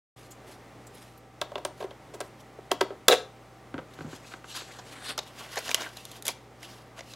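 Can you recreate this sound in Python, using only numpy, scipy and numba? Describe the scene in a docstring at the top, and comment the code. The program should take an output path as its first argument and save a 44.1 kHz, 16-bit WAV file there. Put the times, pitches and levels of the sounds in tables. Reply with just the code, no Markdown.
"""A plastic cover snaps home in the back of a handheld radio case, after tapping and catching.
Each impact excites the damped modes of panel, shell and cavity; loose parts rattle after the snap.
The case settles on a table mat, a sleeve slides away with friction noise, and a thin plastic package
buckles and crackles as it is picked up. Mains hum and a fan fill the small room.
One close stereo microphone feeds a fast limiter."""
import sys
import numpy as np
from scipy import signal
from scipy.fft import rfft, irfft, next_fast_len
from scipy.io import wavfile
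from scipy.ndimage import uniform_filter1d, minimum_filter1d
from numba import njit

SR = 44100
rng = np.random.default_rng(int(sys.argv[2]) if len(sys.argv) > 2 else 0)


def transcribe(signal):
    """Save signal, clipped to [-1, 1], as a 16-bit WAV file at the path in sys.argv[1]."""
    frames = np.atleast_2d(signal).T
    limited = np.clip(frames, -1, 1)
    pcm = np.round(limited * 32767).astype(np.int16)
    wavfile.write(sys.argv[1], SR, pcm)


N = 315403
TIME = np.arange(N) / SR
BLOW_TIME = np.arange(8192) / SR


# modes of the hollow case and its metal parts: (frequency [Hz], bandwidth [Hz], gain [dB])
HOLLOW_MODES = [(379, 19, 7), (430, 5.3, -2.5), (466, 17, 3), (518, 8, 1.5), (645, 9.4, -1.5),
                (753, 12, -13.5), (1292, 22, -12.5), (1592, 14, -15.5), (255, 22, -6), (3890, 32, -1),
                (7200, 45, -17), (13800, 60, -16)]
# impacts of loose parts inside: (time [s], knock [dB], buzz [dB], chatter [dB])
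LOOSE_PARTS = [(3.0956, -16, -41, -35), (3.1085, -21.5, -24, -34), (3.1145, -22.5, -24, -28),
               (3.121, -23, -27.5, -24), (3.127, -20, -36, -25), (3.137, -26, -45, -32.5)]

def snap(latch_s=3.0821, latch_ms=1.1):
    """Impulse excitation: the latch cracks home, the hollow case rings freely and loose parts rattle."""
    out = np.zeros(N)
    add(out, latch_s, case_blow(panel_hz=467, ping_hz=3560, thud_db=-14.5, clack_db=-11.5, tick_db=-15,
                                ms=latch_ms, ping_db=-12.5, wall_db=-26))
    ring = resonate(np.pad(contact(0.15), (0, SR // 3)), HOLLOW_MODES)
    crack = band(contact(latch_ms), 12000, 18000)
    add(out, latch_s, burst(ring, -15))
    add(out, latch_s, burst(crack, -21))
    for s, knock_db, buzz_db, chatter_db in LOOSE_PARTS:
        force = contact(1.5)
        knock = band(resonate(force, [(470, 50, -2), (634, 44, -8.5), (752, 45, -7.5)]), 320, 1700)
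        buzz = band(resonate(force, [(3890, 130, 0)]), 3000, 5000, order=1)
        shell = dense_modes(force, 0.071) + unit(resonate(force, SHELL_MODES))
        chatter = band(shell, 1600, 3100, order=1)
        add(out, s, burst(knock, knock_db) + burst(buzz, buzz_db) + burst(chatter, chatter_db))
    return out


# impacts of the cover on the case: (time [s], panel pitch [Hz], edge ping [Hz], thud [dB], clack [dB],
# tick [dB], contact time [ms], ping [dB], back wall [dB])
COVER_TAPS = [(1.4133, 582, 3560, -33, -34, -44.5, 1.5, -39, -35),
              (1.517, 566, 1480, -41, -58, -71, 1.2, -62, -47),
              (1.5552, 580, 2770, -34, -43, -62, 0.34, -43.5, -43),
              (1.556, 406, 3500, -41, -47, -69, .5, -43.5, -50),
              (1.577, 530, 1570, -40, -49, -62, 3.6, -55, -44.5),
              (1.6488, 560, 8700, -32, -36, -43, 1.35, -40, -41),
              (1.801, 410, 1120, -38, -46.5, -62, 6, -51, -45.5),
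              (1.824, 427, 4400, -37, -48, -66, 1.66, -54.5, -45),
              (1.84, 393, 3200, -34.5, -52, -72, 2, -58, -50),
              (1.907, 550, 3220, -45.5, -55, -70, 2.2, -53, -55),
              (2.135, 420, 8000, -41.5, -50.5, -55.5, 7.7, -66, -54),
              (2.203, 543, 8750, -36, -42, -49, 1.27, -46, -48),
              (2.2109, 448, 1590, -39.5, -44, -53, 0.56, -50, -49),
              (2.586, 445, 1400, -45, -67, -80, 1.04, -66, -62),
              (2.707, 434, 1750, -36, -49, -71, 4.8, -42, -39),
              (2.715, 373, 3220, -29.5, -30.5, -37, 0.62, -29.5, -27),
              (2.808, 377, 1530, -37, -34, -53, 0.91, -36, -38),
              (2.8108, 385, 4425, -25, -28, -40.5, 0.8, -36.5, -28.5),
              (2.9049, 398, 1330, -35, -54, -82, 0.62, -56, -57)]

def taps(cavity_hz=385, detune_db_per_octave=10):
    """Coupled resonance: the cover taps, and the enclosed air answers most to a panel near its pitch."""
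    out = np.zeros(N)
    for s, panel_hz, ping_hz, thud_db, *blow in COVER_TAPS:
        add(out, s, case_blow(panel_hz, ping_hz, thud_db, *blow))
        coupling_db = -9 - detune_db_per_octave * abs(np.log2(panel_hz / cavity_hz))
        cavity = band(resonate(contact(0.18), [(cavity_hz, 40, 0)]), 340, 470)
        add(out, s, burst(cavity, thud_db + coupling_db))
    return near_reflection(out)


# modes of the case's shell: (frequency [Hz], bandwidth [Hz], gain [dB])
SHELL_MODES = [(962, 22, 3), (1125, 60, 0.5), (1306, 56, 3.5), (1621, 84, 2.5), (2026, 99, -5.5),
               (2697, 210, -3.5), (3080, 360, -4), (3520, 610, -3), (5680, 300, -7), (5980, 100, 1),
               (7300, 880, -1.5), (8900, 250, 0.5), (10200, 300, 0)]
# modes of its back wall: (frequency [Hz], bandwidth [Hz], gain [dB])
BACK_WALL_MODES = [(747, 57, 3), (936, 40, 0), (1091, 55, -2), (1325, 37, -5), (1642, 55, -13)]

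def case_blow(panel_hz, ping_hz, thud_db, clack_db, tick_db, ms, ping_db, wall_db):
    """Modal superposition: the panel thuds, wall rings, edge pings, shell clacks and contact ticks."""
    force = contact(ms)
    panel = unit(resonate(force, [(panel_hz, 48, 0), (panel_hz * 1.446, 110, -7)]))
    body = unit(band(dense_modes(force, 0.23), 180, 800, order=1))
    shell = unit(resonate(force, SHELL_MODES)) + undb(-5) * dense_modes(force, 0.075)
    shell += undb(-9) * unit(force)
    ping = band(resonate(force, [(ping_hz, 260, 0)]), 0.8 * ping_hz, 1.2 * ping_hz, order=1)
    wall = band(resonate(force, BACK_WALL_MODES), 660, 2600)
    thud = band(panel + undb(-6) * body, 0.55 * panel_hz, 1200)
    # a blow with little tick is soft, so its clack is dull too
    cutoff_hz = np.clip(8000 * 2 ** ((tick_db - clack_db) / 14), 1500, 12000)
    clack = band(band(shell, 1050, 4900, order=3), 100, cutoff_hz)
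    tick = band(shell, 5200, 17000)
    return (burst(thud, thud_db) + burst(wall, wall_db) + burst(clack, clack_db)
            + burst(ping, ping_db) + burst(tick, tick_db))


# impacts on the mat: (time [s], panel pitch [Hz], thud [dB], clack [dB], table [dB], contact time [ms])
MAT_KNOCKS = [(3.7414, 267, -35, -45.5, -40.5, 0.5), (3.7791, 315, -41.5, -46, -46, 0.9),
              (3.785, 520, -41.5, -49, -56, 2.8), (3.988, 278, -44, -51, -51, 0.73),
              (4.006, 272, -43, -48, -42, 1.36), (4.044, 237, -40, -62, -43.5, 2.04),
              (4.058, 169, -46, -60, -43, 1.5), (4.128, 253, -42.5, -51.5, -51, 2.7),
              (4.3377, 336, -50, -45.5, -61, 0.43), (4.442, 348, -55, -51, -70, 0.69)]
# modes of the table: (frequency [Hz], bandwidth [Hz], gain [dB])
TABLE_MODES = [(91, 20, -4), (154.4, 11.3, 3), (244, 30, -8.5), (537, 28, -7)]

def settling():
    """Structure-borne sound: the case rocks on the soft mat and drives the table's low modes."""
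    out = np.zeros(N)
    for s, panel_hz, thud_db, clack_db, table_db, ms in MAT_KNOCKS:
        add(out, s, case_blow(panel_hz, ping_hz=1490, thud_db=thud_db, clack_db=clack_db, ms=ms,
                              tick_db=clack_db - 26.5, ping_db=clack_db - 1, wall_db=clack_db - 7))
        thump = band(resonate(contact(ms), TABLE_MODES), 60, 880)
        add(out, s, burst(thump, table_db))
    return out


# buckles of the package: (time [s], facet pitch [Hz], clack [dB], tick over clack [dB], contact time [ms])
BUCKLES = [(4.783, 1510, -46.5, -16, 7), (5.177, 1260, -34, -9, 2.1), (5.188, 3720, -33, -14.5, 2.06),
           (5.5575, 1900, -44, -4, .8), (5.566, 1900, -36.5, -27, 4), (5.576, 1800, -34, -31, 1.5),
           (5.585, 2290, -42, -1.5, 3.3), (5.679, 2760, -42, -9, 1.5), (5.691, 1680, -34.5, -25, 1.3),
           (5.708, 2600, -44, -2.5, 0.71), (5.7135, 2450, -32.5, -13, 0.35), (5.745, 3050, -23.5, -5, 0.2),
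           (5.809, 970, -40.5, -28, 1.2), (5.816, 1290, -41.5, -17, 2), (5.968, 3970, -46, -6.5, 2.1),
           (6.053, 3630, -48, 0.5, 0.15), (6.1147, 3500, -53, 1, 0.8), (6.2238, 3680, -50, 2, 0.35),
           (6.2518, 3500, -42, 1, 3), (6.2666, 3370, -43, 5.5, 0.62), (6.2807, 3400, -32, 1, 0.49),
           (6.284, 2240, -34.5, -9, 3.5), (6.628, 2100, -47.5, -8.5, 1.8), (6.99, 1960, -47, -23.5, 1.7),
           (7.006, 2070, -46, -24.5, 1.5), (7.136, 3860, -47, -13, 0.58)]
# modes of its thin wall: (frequency [Hz], bandwidth [Hz], gain [dB])
PACKAGE_MODES = [(656, 88, 4), (972, 48, 12), (1118, 38, 5.5), (1350, 83, 8), (1583, 27, -3.5),
                 (2580, 140, 2), (4070, 140, -3), (4900, 600, 3), (6940, 1400, 12.5), (9380, 260, 1.5),
                 (12000, 3600, 12)]

def buckling():
    """Snap-through buckling: each facet of the package flips and pings; the damped wall dies at once."""
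    out = np.zeros(N)
    for s, facet_hz, clack_db, bright_db, ms in BUCKLES:
        force = contact(ms)
        wall = unit(resonate(force, PACKAGE_MODES)) + undb(-1) * dense_modes(force, 0.038)
        wall += undb(-3) * unit(force)
        facet = unit(band(force, facet_hz - 225, facet_hz + 225))
        clack = unit(band(wall, 950, 5200, order=3)) + undb(-3) * facet
        thud = band(wall, 420, 1003)
        thud_db = clack_db - 8.5 - 0.2 * bright_db + 2.5 * np.log2(ms)  # duller, longer pushes thud more
        tick = band(wall, 6800, 11700)
        add(out, s, burst(thud, thud_db) + burst(clack, clack_db) + burst(tick, clack_db + bright_db))
    return out


# the package is dragged and turned: (peak time [s], swell [s], fade [s], scrape gain [dB], hiss gain [dB])
DRAGS = [(5.3, 0.11, 0.28, -53.5, -56), (5.405, 0.038, 0.1, -45, -46.5), (5.57, 0.056, 0.054, -40, -43),
         (5.685, 0.056, 0.075, -39, -42), (5.795, 0.039, 0.1, -36.5, -44.5),
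         (5.99, 0.091, 0.095, -59, -51.5), (6.165, 0.076, 0.022, -50, -47.5),
         (6.28, 0.021, 0.033, -37.5, -39), (6.655, 0.042, 0.14, -51.5, -50.5),
         (6.99, 0.021, 0.021, -43, -52), (7.12, 0.071, 0.03, -68, -50)]
# dull and bright friction spectra, shared with the sleeve: (frequency [Hz], relative level [dB])
SCRAPE_SPECTRUM = [(40, -32), (130, -33), (250, -3.5), (450, -5.5), (800, -3.5), (1500, 0), (2400, -5),
                   (3400, -10.5), (6000, -49)]
HISS_SPECTRUM = [(1500, -33), (2700, 1.5), (3500, 0), (4400, -2), (5300, -4), (7000, -7), (8800, -9),
                 (11500, -10.5), (14000, -19), (16000, -29)]

def dragging():
    """Forced vibration: friction drives the package wall while the smooth plastic hisses and crackles."""
    scrape_gain, hiss_gain = strokes(DRAGS)
    slips = friction(SCRAPE_SPECTRUM, grain_db=3, uneven_db=2, patchy_db=3)
    scrape = undb(-4) * slips + undb(-5) * unit(resonate(slips, PACKAGE_MODES))
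    hiss = friction(HISS_SPECTRUM, grain_db=1, uneven_db=2.6, patchy_db=1.5)
    sheen = friction([(2000, -20.5), (5000, 7), (11000, -10), (16000, -7)],
                     grain_db=-2, uneven_db=6, patchy_db=-1.5)
    treble = undb(-1) * hiss + undb(-9) * sheen + undb(-16.5) * crackle()
    return scrape * scrape_gain + treble * hiss_gain


def crackle(buckles_per_s=180):
    """Poisson process: tiny buckles of equal strength excite the package wall at random times."""
    clicks = (rng.random(N) < buckles_per_s / SR).astype(float)
    force = signal.fftconvolve(clicks, contact(0.46))[:N]
    return unit(band(unit(force) + 0.35 * unit(resonate(force, PACKAGE_MODES)), 1500, 14500))


# strokes of the sleeve on the mat: (peak time [s], swell [s], fade [s], scrape [dB], hiss [dB])
SLEEVE_SLIDES = [(4.01, 0.12, 0.086, -59, -61.5), (4.15, 0.084, 0.042, -55, -54),
                 (4.31, 0.086, 0.076, -53, -55), (4.565, 0.077, 0.09, -47.5, -45),
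                 (4.73, 0.089, 0.1, -51, -55), (4.96, 0.13, 0.14, -49.5, -54.5),
                 (5.105, 0.069, 0.024, -41.5, -41.5)]

def sleeve(speed_up_s=4.65, rise_hz_per_s=5100):
    """Sliding friction: cloth scrapes and hisses, and its weave whistles higher as the arm speeds up."""
    scrape_gain, hiss_gain = strokes(SLEEVE_SLIDES)
    scrape = friction(SCRAPE_SPECTRUM, grain_db=1.5, uneven_db=3, patchy_db=2.5) * scrape_gain
    hiss = friction(HISS_SPECTRUM, grain_db=1.5, uneven_db=3.5, patchy_db=2) * hiss_gain
    weave_hz = 6800 + rise_hz_per_s * np.clip(TIME - speed_up_s, 0, 0.42)
    whistle = weave(weave_hz, width_hz=2400) * undb(-5.5) * hiss_gain
    pressure = hiss_gain / hiss_gain.max()  # the ribbed cuff rasps only under pressure
    cuff_rasp = weave(4070, width_hz=1200) * undb(-40) * pressure ** 1.6
    return scrape + hiss + whistle + cuff_rasp


def weave(hz, width_hz):
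    """Narrow-band noise: threads flick past an edge at a rate set by the speed of the cloth."""
    spread = unit(band(rng.standard_normal(N), 5.6, width_hz / 2))
    phase = 2 * np.pi * np.cumsum(hz * np.ones(N)) / SR
    return spread * np.sqrt(2) * np.cos(phase)


# fingers rub the cover: (peak time [s], swell [s], fade [s], level [dB])
SKIN_RUBS = [(.25, 0.075, 0.037, -54.5), (.52, 0.045, 0.035, -53.5), (.97, 0.037, 0.15, -56),
             (1.84, 0.085, 0.017, -56), (2.25, 0.012, .04, -54), (2.41, 0.027, 0.016, -56.5)]
# plastic creaks between the fingers: (time [s], pitch [Hz], level [dB], contact time [ms])
CREAKS = [(0.303, 7200, -50, 7.8), (0.866, 7660, -54, 2.7), (0.944, 11000, -58, 4),
          (1.174, 12000, -61, 1.6), (3.935, 3800, -58, 2)]

def fingers():
    """Friction and resonance: skin brushes the small cover, which creaks faintly now and then."""
    rub = friction([(1500, -6), (4000, -6.5), (7000, -10.5), (12000, -12.5), (16000, -30)],
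                   grain_db=1.5, uneven_db=3, patchy_db=2.5)
    out = rub * strokes(SKIN_RUBS)[0]
    for s, hz, db, ms in CREAKS:
        force = dense_modes(contact(ms), 0.048)
        creak = force + unit(resonate(force, [(hz, 600, 0)]))
        add(out, s, burst(band(creak, 2000, 14000), db))
    return out


def near_reflection(x, delay_s=0.003012):
    """Comb filtering: a hard surface close by returns a duller echo, which hollows the tone."""
    out = x.copy()
    add(out, delay_s, undb(-10.5) * band(x, 40, 2500, order=1))
    return out


def room(x, wet_db=-12, low_t60=0.28, high_t60=0.19, first_echo_s=0.009):
    """Reverberation: the walls of a small room add a diffuse tail, weaker and shorter in the treble."""
    t = TIME[:SR // 2]
    low, high = rng.standard_normal((2, len(t)))
    tail = band(low, 120, 6500) * decay(t, low_t60)
    tail += undb(-5) * band(high, 7100, SR / 2) * decay(t, high_t60)
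    onset = np.clip(t / first_echo_s - 1, 0, 1)
    tail *= onset / np.sqrt(np.sum(decay(t, low_t60) ** 2))
    return x + undb(wet_db) * signal.fftconvolve(x, tail)[:N]


# spectrum of the fan's air noise: (frequency [Hz], relative level [dB])
AIR_SPECTRUM = [(22, -42.5), (45, -13), (90, -4.5), (160, -2), (300, -0.5), (500, -1.5), (800, -5),
                (1150, -8.5), (1650, -13), (2000, -10.5), (2500, -16.5), (4000, -21), (8000, -26.5),
                (16000, -36.5)]
# tones of mains and fan motor: (frequency [Hz], rms level [dB])
HUM_TONES = [(60, -64.5), (120, -58), (155.3, -72.5), (620.6, -75.5), (776.2, -64), (1183, -70),
             (1317, -73)]

def fan_and_mains():
    """Line spectrum over broadband noise: mains hum and motor tones sound above the fan's moving air."""
    out = colour(rng.standard_normal(N), AIR_SPECTRUM) * undb(-52.5 + 0.99 * drift(5))
    for hz, db in HUM_TONES:
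        waver = min(hz / 800, 1)  # the higher tones waver more
        amplitude = np.sqrt(2) * undb(db + 1.5 * waver * drift(3.8))
        out += amplitude * np.sin(2 * np.pi * hz * TIME + 1.3 * waver * drift(2.4))
    return out


def contact(ms):
    """Broadband excitation: a flurry of tiny slips swells and dies, with a nearly flat spectrum."""
    age = BLOW_TIME * 1000 / ms
    envelope = age * np.exp(-age)
    force = rng.standard_normal(len(BLOW_TIME)) * envelope
    for _ in range(4):  # flatten the spectrum, then confine the force in time again
        spectrum = rfft(force)
        force = irfft(spectrum / (np.abs(spectrum) + 1e-12)) * envelope ** (1 / 3)
    return force


def resonate(x, modes):
    """Modal response: x drives resonances of alternating sign, each (frequency, bandwidth, gain)."""
    return sum((-1) ** k * undb(db) * signal.lfilter(*signal.iirpeak(hz, hz / width, SR), x)
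               for k, (hz, width, db) in enumerate(modes))


def dense_modes(force, t60):
    """Modal overlap: the countless modes of a plastic wall respond like a decaying noise."""
    response = rng.standard_normal(len(BLOW_TIME)) * decay(BLOW_TIME, t60)
    return unit(signal.fftconvolve(force, response)[:len(BLOW_TIME)])


def friction(spectrum, grain_db, uneven_db, patchy_db):
    """Friction noise: dense slips under wavering pressure favour now one pitch, now another."""
    slips = rng.standard_normal(N) * undb(grain_db * drift(900) + uneven_db * drift(70))
    cells = signal.stft(slips, nperseg=512)[2]
    patches = uniform_filter1d(rng.standard_normal(cells.shape), size=5, axis=0)  # smooth in frequency
    patches = unit(uniform_filter1d(patches, size=6, axis=1))  # and in time
    return colour(signal.istft(cells * undb(patchy_db * patches))[1][:N], spectrum)


def strokes(rows):
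    """Incoherent addition: bell-shaped strokes sum in power, giving one envelope per level column."""
    power = 0
    for s, swell_s, fade_s, *db in rows:
        from_peak = (TIME - s) / np.where(TIME < s, swell_s, fade_s)
        bell = np.exp(-np.minimum(from_peak ** 2, 20))
        power = power + np.outer(undb(db), bell) ** 2
    return np.sqrt(power)


def colour(x, spectrum):
    """Spectral shaping: filter x by (frequency [Hz], level [dB]) points and scale to rms 1."""
    hz, db = np.transpose(spectrum)
    size = next_fast_len(N)
    bin_hz = np.maximum(np.arange(size // 2 + 1) * SR / size, 1)
    gain = undb(np.interp(np.log(bin_hz), np.log(hz), db))
    return unit(irfft(rfft(x, size) * gain, size)[:N])


def band(x, lo_hz, hi_hz, order=2):
    """Causal band-pass filtering."""
    sos = signal.butter(order, [lo_hz, min(hi_hz, SR * 0.48)], "band", fs=SR, output="sos")
    return signal.sosfilt(sos, x)


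def drift(rate_hz):
    """Random modulation at rms 1."""
    step = int(SR / rate_hz)
    held = np.repeat(rng.standard_normal(N // step + 1), step)
    return unit(uniform_filter1d(held, step)[:N])


def decay(t, t60):
    """Exponential decay by 60 dB in t60 seconds."""
    return undb(-60 * t / t60)


def burst(x, db):
    """Equivalent level: scale a blow so that its energy, spread over 20 ms, has this level."""
    return x * undb(db) * np.sqrt(SR / 50 / np.sum(x ** 2))


def unit(x):
    """Normalisation to rms 1."""
    return x / np.sqrt(np.mean(x ** 2))


def undb(db):
    """Amplitude ratio from decibels."""
    return 10 ** (np.asarray(db) / 20)


def add(out, s, x):
    """Superposition of x on out at time s."""
    start = int(s * SR)
    out[start:start + len(x)] += x[:N - start]


def scene():
    """Mid-side stereo: the sources lie in front; treble, sleeve and room differ a little at the sides."""
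    cloth = sleeve()
    near = taps() + snap() + settling() + buckling() + dragging() + cloth + fingers()
    in_room = room(near)
    mid = in_room + fan_and_mains()
    side = undb(-15) * (in_room - near) + undb(-22) * cloth  # the sleeve is a little left of centre
    side += undb(-70) * colour(rng.standard_normal(N), AIR_SPECTRUM)
    # the microphone's two ports differ a little in phase and level
    high_pass = signal.butter(1, 2500, "high", fs=SR, output="sos")
    treble = signal.hilbert(signal.sosfiltfilt(high_pass, near), next_fast_len(N))[:N]
    side += undb(-19) * treble.imag - undb(-31) * treble.real
    return np.array([mid + side, mid - side])


@njit
def follow_peaks(x, release):
    """Envelope detection: instant rise, exponential fall."""
    out, envelope = np.empty(len(x)), 0.
    for i in range(len(x)):
        envelope = max(x[i], envelope * release)
        out[i] = envelope
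    return out


def record(dry, ceiling_db=1.0, release_s=0.058, open_s=0.16):
    """Peak limiting: the input opens, the gain ducks at the snap and recovers; both band ends are cut."""
    peak = follow_peaks(np.abs(dry).max(axis=0), np.exp(-1 / (release_s * SR)))
    gain = np.minimum(1, undb(ceiling_db) / (peak + 1e-9))
    gain = uniform_filter1d(minimum_filter1d(gain, size=65), size=65)
    opening = np.clip((TIME - open_s) / 0.0062, 0, 1)
    high_pass = signal.butter(2, 35, "high", fs=SR, output="sos")
    low_pass = signal.ellip(8, 0.2, 70, 15750, fs=SR, output="sos")
    return signal.sosfilt(low_pass, signal.sosfilt(high_pass, dry * gain * opening))


dry = scene()
out = record(dry)
transcribe(out)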